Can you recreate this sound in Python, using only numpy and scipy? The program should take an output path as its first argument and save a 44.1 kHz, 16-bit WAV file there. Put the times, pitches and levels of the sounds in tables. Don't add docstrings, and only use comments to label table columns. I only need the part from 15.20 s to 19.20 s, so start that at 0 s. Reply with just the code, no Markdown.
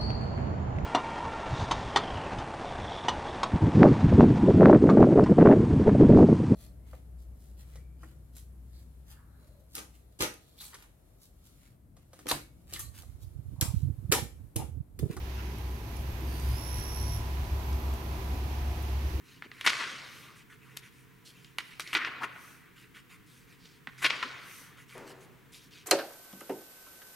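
import sys
import numpy as np
from scipy import signal
from scipy.fft import rfft, irfft
from scipy.io import wavfile

SR = 44100
rng = np.random.default_rng(int(sys.argv[2]) if len(sys.argv) > 2 else 0)


def generate_wav(sig):
    pcm = np.round(np.clip(np.atleast_2d(sig).T, -1, 1) * 32767).astype(np.int16)
    wavfile.write(sys.argv[1], SR, pcm)


N = 176400
T = np.arange(N) / SR
BINS_HZ = np.maximum(np.arange(N // 2 + 1) * SR / N, 1)
INSECT_PAN_DB, LEAF_PAN_DB = -8, -3

# (time [s], rumble [dB], low rush [dB], high rush [dB], hiss [dB])
AIR_LEVELS = [(0.0, -44.5, -53, -54.5, -55.5), (0.15, -46, -50.5, -53.5, -53.5),
              (0.6, -44.5, -50, -54, -56.5), (1.17, -42, -47, -51.5, -53), (1.36, -39.5, -50, -51.5, -51.5),
              (1.44, -46.5, -49, -50.5, -53), (1.59, -38, -49, -52, -51.5),
              (1.62, -44.5, -48, -49.5, -52.5), (1.94, -40.5, -50.5, -50, -53),
              (2.78, -44.5, -47, -48, -54), (3.19, -42, -45.5, -50, -53), (3.34, -43, -49, -49, -53),
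              (3.93, -44.5, -48, -51.5, -52.5), (3.95, -42.5, -46.5, -51, -53)]


def from_db(db):
    return 10 ** (np.asarray(db) / 20)


def rms_one(x):
    return x / np.sqrt(np.mean(x ** 2) + 1e-20)


def in_time(rows):
    s, *columns = np.transpose(rows)
    return [np.interp(T, s, c) for c in columns]


def in_frequency(rows):
    hz, *columns = np.transpose(rows)
    return [np.interp(np.log(BINS_HZ), np.log(hz), c) for c in columns]


def pan(db):
    ratio = from_db(np.atleast_1d(db))
    return np.array([ratio, np.ones_like(ratio)]) * np.sqrt(2 / (1 + ratio ** 2))


def left_late(x, lag_s):
    return np.array([np.interp(T - lag_s, T, x), x])


def noise(gain):
    return rms_one(irfft(rfft(rng.standard_normal(N)) * gain, N))


def drift(rate_hz):
    return noise(1 / (1 + (BINS_HZ / rate_hz) ** 4))


def sine(hz):
    return np.sqrt(2) * np.sin(2 * np.pi * (np.cumsum(hz) / SR + rng.random()))


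def ventilation_hum():
    # (time [s], level [dB])
    throb = [(0.0, -39.5), (0.31, -34.5), (0.36, -43), (0.52, -33.5), (0.57, -45), (0.9, -34), (0.93, -44),
             (0.98, -37), (1.1, -31.5), (1.19, -40), (1.24, -30.5), (1.3, -29), (1.38, -35), (1.43, -46),
             (1.5, -33.5), (1.65, -43), (1.69, -34), (1.76, -39.5), (1.8, -31), (1.95, -35.5),
             (2.23, -31.5), (2.28, -54), (2.32, -27.5), (2.37, -31), (2.41, -40), (2.55, -26.5),
             (2.61, -40), (2.63, -33.5), (2.74, -28.5), (2.77, -42), (2.95, -35), (2.99, -41.5),
             (3.14, -29.5), (3.16, -37), (3.23, -29.5), (3.29, -35), (3.52, -30.5), (3.54, -37.5),
             (3.78, -28.5), (3.82, -36), (3.87, -26.5), (3.91, -47), (3.94, -29), (4.0, -34)]
    level_db, = in_time(throb)
    start_hz, rise_hz_per_s, wander_hz = 63.75, 1.25, 1.32
    gain = from_db(level_db + .7 * drift(14))
    return gain * sine(start_hz + rise_hz_per_s * T + wander_hz * drift(9.7))


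def fan_overtones():
    # (multiple, level [dB])
    orders = [(2, -55), (3, -60.5), (5, -58), (9, -63.5), (11, -62), (13, -58.5)]
    fan_hz = 76.42 + .08 * drift(2.14)
    rush_db = in_time(AIR_LEVELS)[2]
    swell = from_db(.6 * (rush_db - rush_db.mean()))
    return swell * sum(from_db(db + 2 * drift(2.5)) * sine(k * fan_hz) for k, db in orders)


def airflow(spectrum, flicker_db):
    # (frequency [Hz], correlation [-1..1], left minus right [dB])
    stereo_field = [(60, 1, 2), (159, .97, -1), (270, 0.95, .5), (453, 0.75, 1.5), (740, 0.6, 1.5),
                    (1230, -0.089, -4.5), (2000, 0.029, -7.5), (3300, 0.016, -7.5), (5500, 0.18, -7),
                    (8200, -0.13, 1), (11000, 0.039, -9), (15000, 0.24, -9.5)]
    correlation, balance_db = in_frequency(stereo_field)
    mid, side = rfft(rng.standard_normal((2, N)))
    ears = np.sqrt(1 + correlation) * mid + np.sqrt(1 - correlation) * side * [[1], [-1]]
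    band = irfft(ears * pan(balance_db) * from_db(in_frequency(spectrum)[0]), N)
    return rms_one(band * from_db(flicker_db * drift(7.1)))


def air():
    # (frequency [Hz], relative density [dB])
    rumble = [(20, -16), (28, -21), (37, -4.5), (48, 2), (58, 0), (68, -5.5), (86, -1.5), (102, 1.5),
              (118, -2.5), (135, -5), (160, -10), (185, -21), (300, -43.5)]
    low_rush = [(130, -12), (190, -1.5), (240, 2), (275, -2), (325, 2), (410, -3.5), (520, -8), (650, -21),
                (1000, -33.5)]
    high_rush = [(400, -20), (520, -9), (620, -3.5), (730, -3), (860, -2.5), (1000, -1.5), (1300, -8),
                 (2200, -28.5)]
    hiss = [(700, -14), (1200, -4), (1600, 1), (2500, 2), (3600, -3), (4700, -5), (6500, -8.5),
            (7700, -22.5), (9000, -20.5), (10600, -13.5), (11800, -6.5), (12600, -10.5), (13500, -12.5),
            (15700, -17)]
    rumble_db, low_db, high_db, hiss_db = in_time(AIR_LEVELS)
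    return (from_db(rumble_db + 3) * airflow(rumble, flicker_db=.85)
            + from_db(low_db + .74) * airflow(low_rush, flicker_db=.5)
            + from_db(high_db + .8) * airflow(high_rush, flicker_db=.3)
            + from_db(hiss_db + 4) * airflow(hiss, flicker_db=.26))


def insect_buzz(gesture, fundamental_db):
    # (frequency [Hz], relative density [dB])
    rasp_spectrum = [(2000, -25), (4000, -1), (5200, 4), (6800, -1), (8000, -14), (9500, -2), (11500, 0),
                     (12800, -2), (13800, -7), (15300, -4)]
    pulse_hz, attack_s, decay_s, floor = 74.5, .00054, .0035, .19
    scoop_hz, scoop_s = 180, .0013
    pitch_hz, level_db = in_time(gesture)
    effort = from_db(level_db - level_db.max())
    age_s = np.cumsum(pulse_hz + .8 * drift(8.9)) / SR % 1 / pulse_hz
    pulses = rms_one(floor + np.minimum(age_s / attack_s, 1) * np.exp(-age_s / decay_s))
    pitch_hz = pitch_hz - scoop_hz * np.exp(-age_s / scoop_s)
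    noise_share = .74 * np.sqrt(effort)
    octave = sine(1.96 * pitch_hz + 131 * drift(620))
    octave *= np.sqrt(1 - noise_share) + np.sqrt(noise_share) * noise(1 / (1 + (BINS_HZ / 670) ** 8))
    fundamental = from_db(fundamental_db) * sine(pitch_hz + 70 * drift(400))
    voice = fundamental + octave + from_db(-12) * sine(3 * pitch_hz)
    rasp_gain = from_db(-5.5) * np.maximum(effort - .03, 0) ** .41
    rasp = rasp_gain * noise(from_db(in_frequency(rasp_spectrum)[0]))
    buzz = from_db(level_db.max()) * pulses * (effort * voice + rasp)
    return pan(INSECT_PAN_DB) * (left_late(buzz, lag_s=.00043) + from_db(-3) * wall_reverb(buzz))


def insect():
    # (time [s], pitch [Hz], level [dB])
    call = [(1.0, 4600, -90), (1.09, 4640, -62), (1.2, 4730, -61), (1.34, 4992, -56.5), (1.385, 5495, -51),
            (1.55, 5614, -50.5), (1.96, 5630, -49.5), (1.99, 5580, -59), (2.04, 5500, -88)]
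    chirp = [(.752, 5400, -95), (.762, 5420, -50), (.772, 5420, -53), (.78, 5400, -96)]
    return insect_buzz(call, fundamental_db=0) + insect_buzz(chirp, fundamental_db=-8)


def leaf_ticks():
    # (time [s], level [dB], centre [Hz], decay [s])
    ticks = [(0.385, -45, 12500, .002), (1.198, -45, 6700, 0.0038), (2.529, -47, 4460, .005),
             (2.738, -47, 7040, .004), (3.624, -48, 13000, .005)]
    width_oct = .59
    bursts = np.zeros(N)
    for start_s, db, hz, decay_s in ticks:
        band = np.exp(-.5 * (np.log2(BINS_HZ / hz) / width_oct) ** 2)
        envelope = (T >= start_s) * np.exp(-np.abs(T - start_s) / decay_s)
        bursts += from_db(db) * envelope * noise(band)
    return pan(LEAF_PAN_DB) * (bursts + from_db(-12) * wall_reverb(bursts))


def far_shrilling():
    # (time [s], level [dB])
    swell = [(0, -78), (.45, -64), (.9, -61), (1.3, -55), (1.6, -62.5), (2.25, -66), (2.5, -58), (3.2, -66),
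             (4, -81)]
    centre_hz, half_width_hz = 12260, 450
    band = 1 / (1 + ((BINS_HZ - centre_hz) / half_width_hz) ** 2)
    return pan(INSECT_PAN_DB) * from_db(in_time(swell)[0]) * np.array([noise(band), noise(band)])


def whine():
    # (time [s], pitch [Hz], level [dB])
    glide = [(2.85, 787, -82), (3.05, 768, -59), (3.3, 728, -56), (3.58, 721, -55), (3.85, 712, -76)]
    pitch_hz, level_db = in_time(glide)
    return from_db(level_db) * sine(pitch_hz + 16.1 * drift(39.8))


def rustle():
    # (centre [Hz], relative level [dB])
    resonances = [(1430, 1), (2750, -1), (5200, -11)]
    peak_s, spread_s, half_width_hz = .195, .024, 240
    body = sum(from_db(db) / (1 + ((BINS_HZ - hz) / half_width_hz) ** 2) for hz, db in resonances)
    swell = from_db(-48) * np.exp(-((T - peak_s) / spread_s) ** 2)
    return pan(LEAF_PAN_DB) * swell * np.array([noise(body), noise(body)])


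def wall_reverb(x, t60_s=.26):
    t = T[:SR // 2]
    tails = rng.standard_normal((2, len(t))) * from_db(-60 * t / t60_s)
    return np.array([signal.fftconvolve(x, h / np.linalg.norm(h))[:N] for h in tails])


def scene():
    insects = insect() + far_shrilling()
    drone = left_late(ventilation_hum() + fan_overtones(), lag_s=.00023)
    return drone + whine() + air() + insects + leaf_ticks() + rustle()


def record(dry):
    cutoff_hz = 15780
    return irfft(rfft(dry) / np.sqrt(1 + (BINS_HZ / cutoff_hz) ** 1200), N)


dry = scene()
out = record(dry)
generate_wav(out)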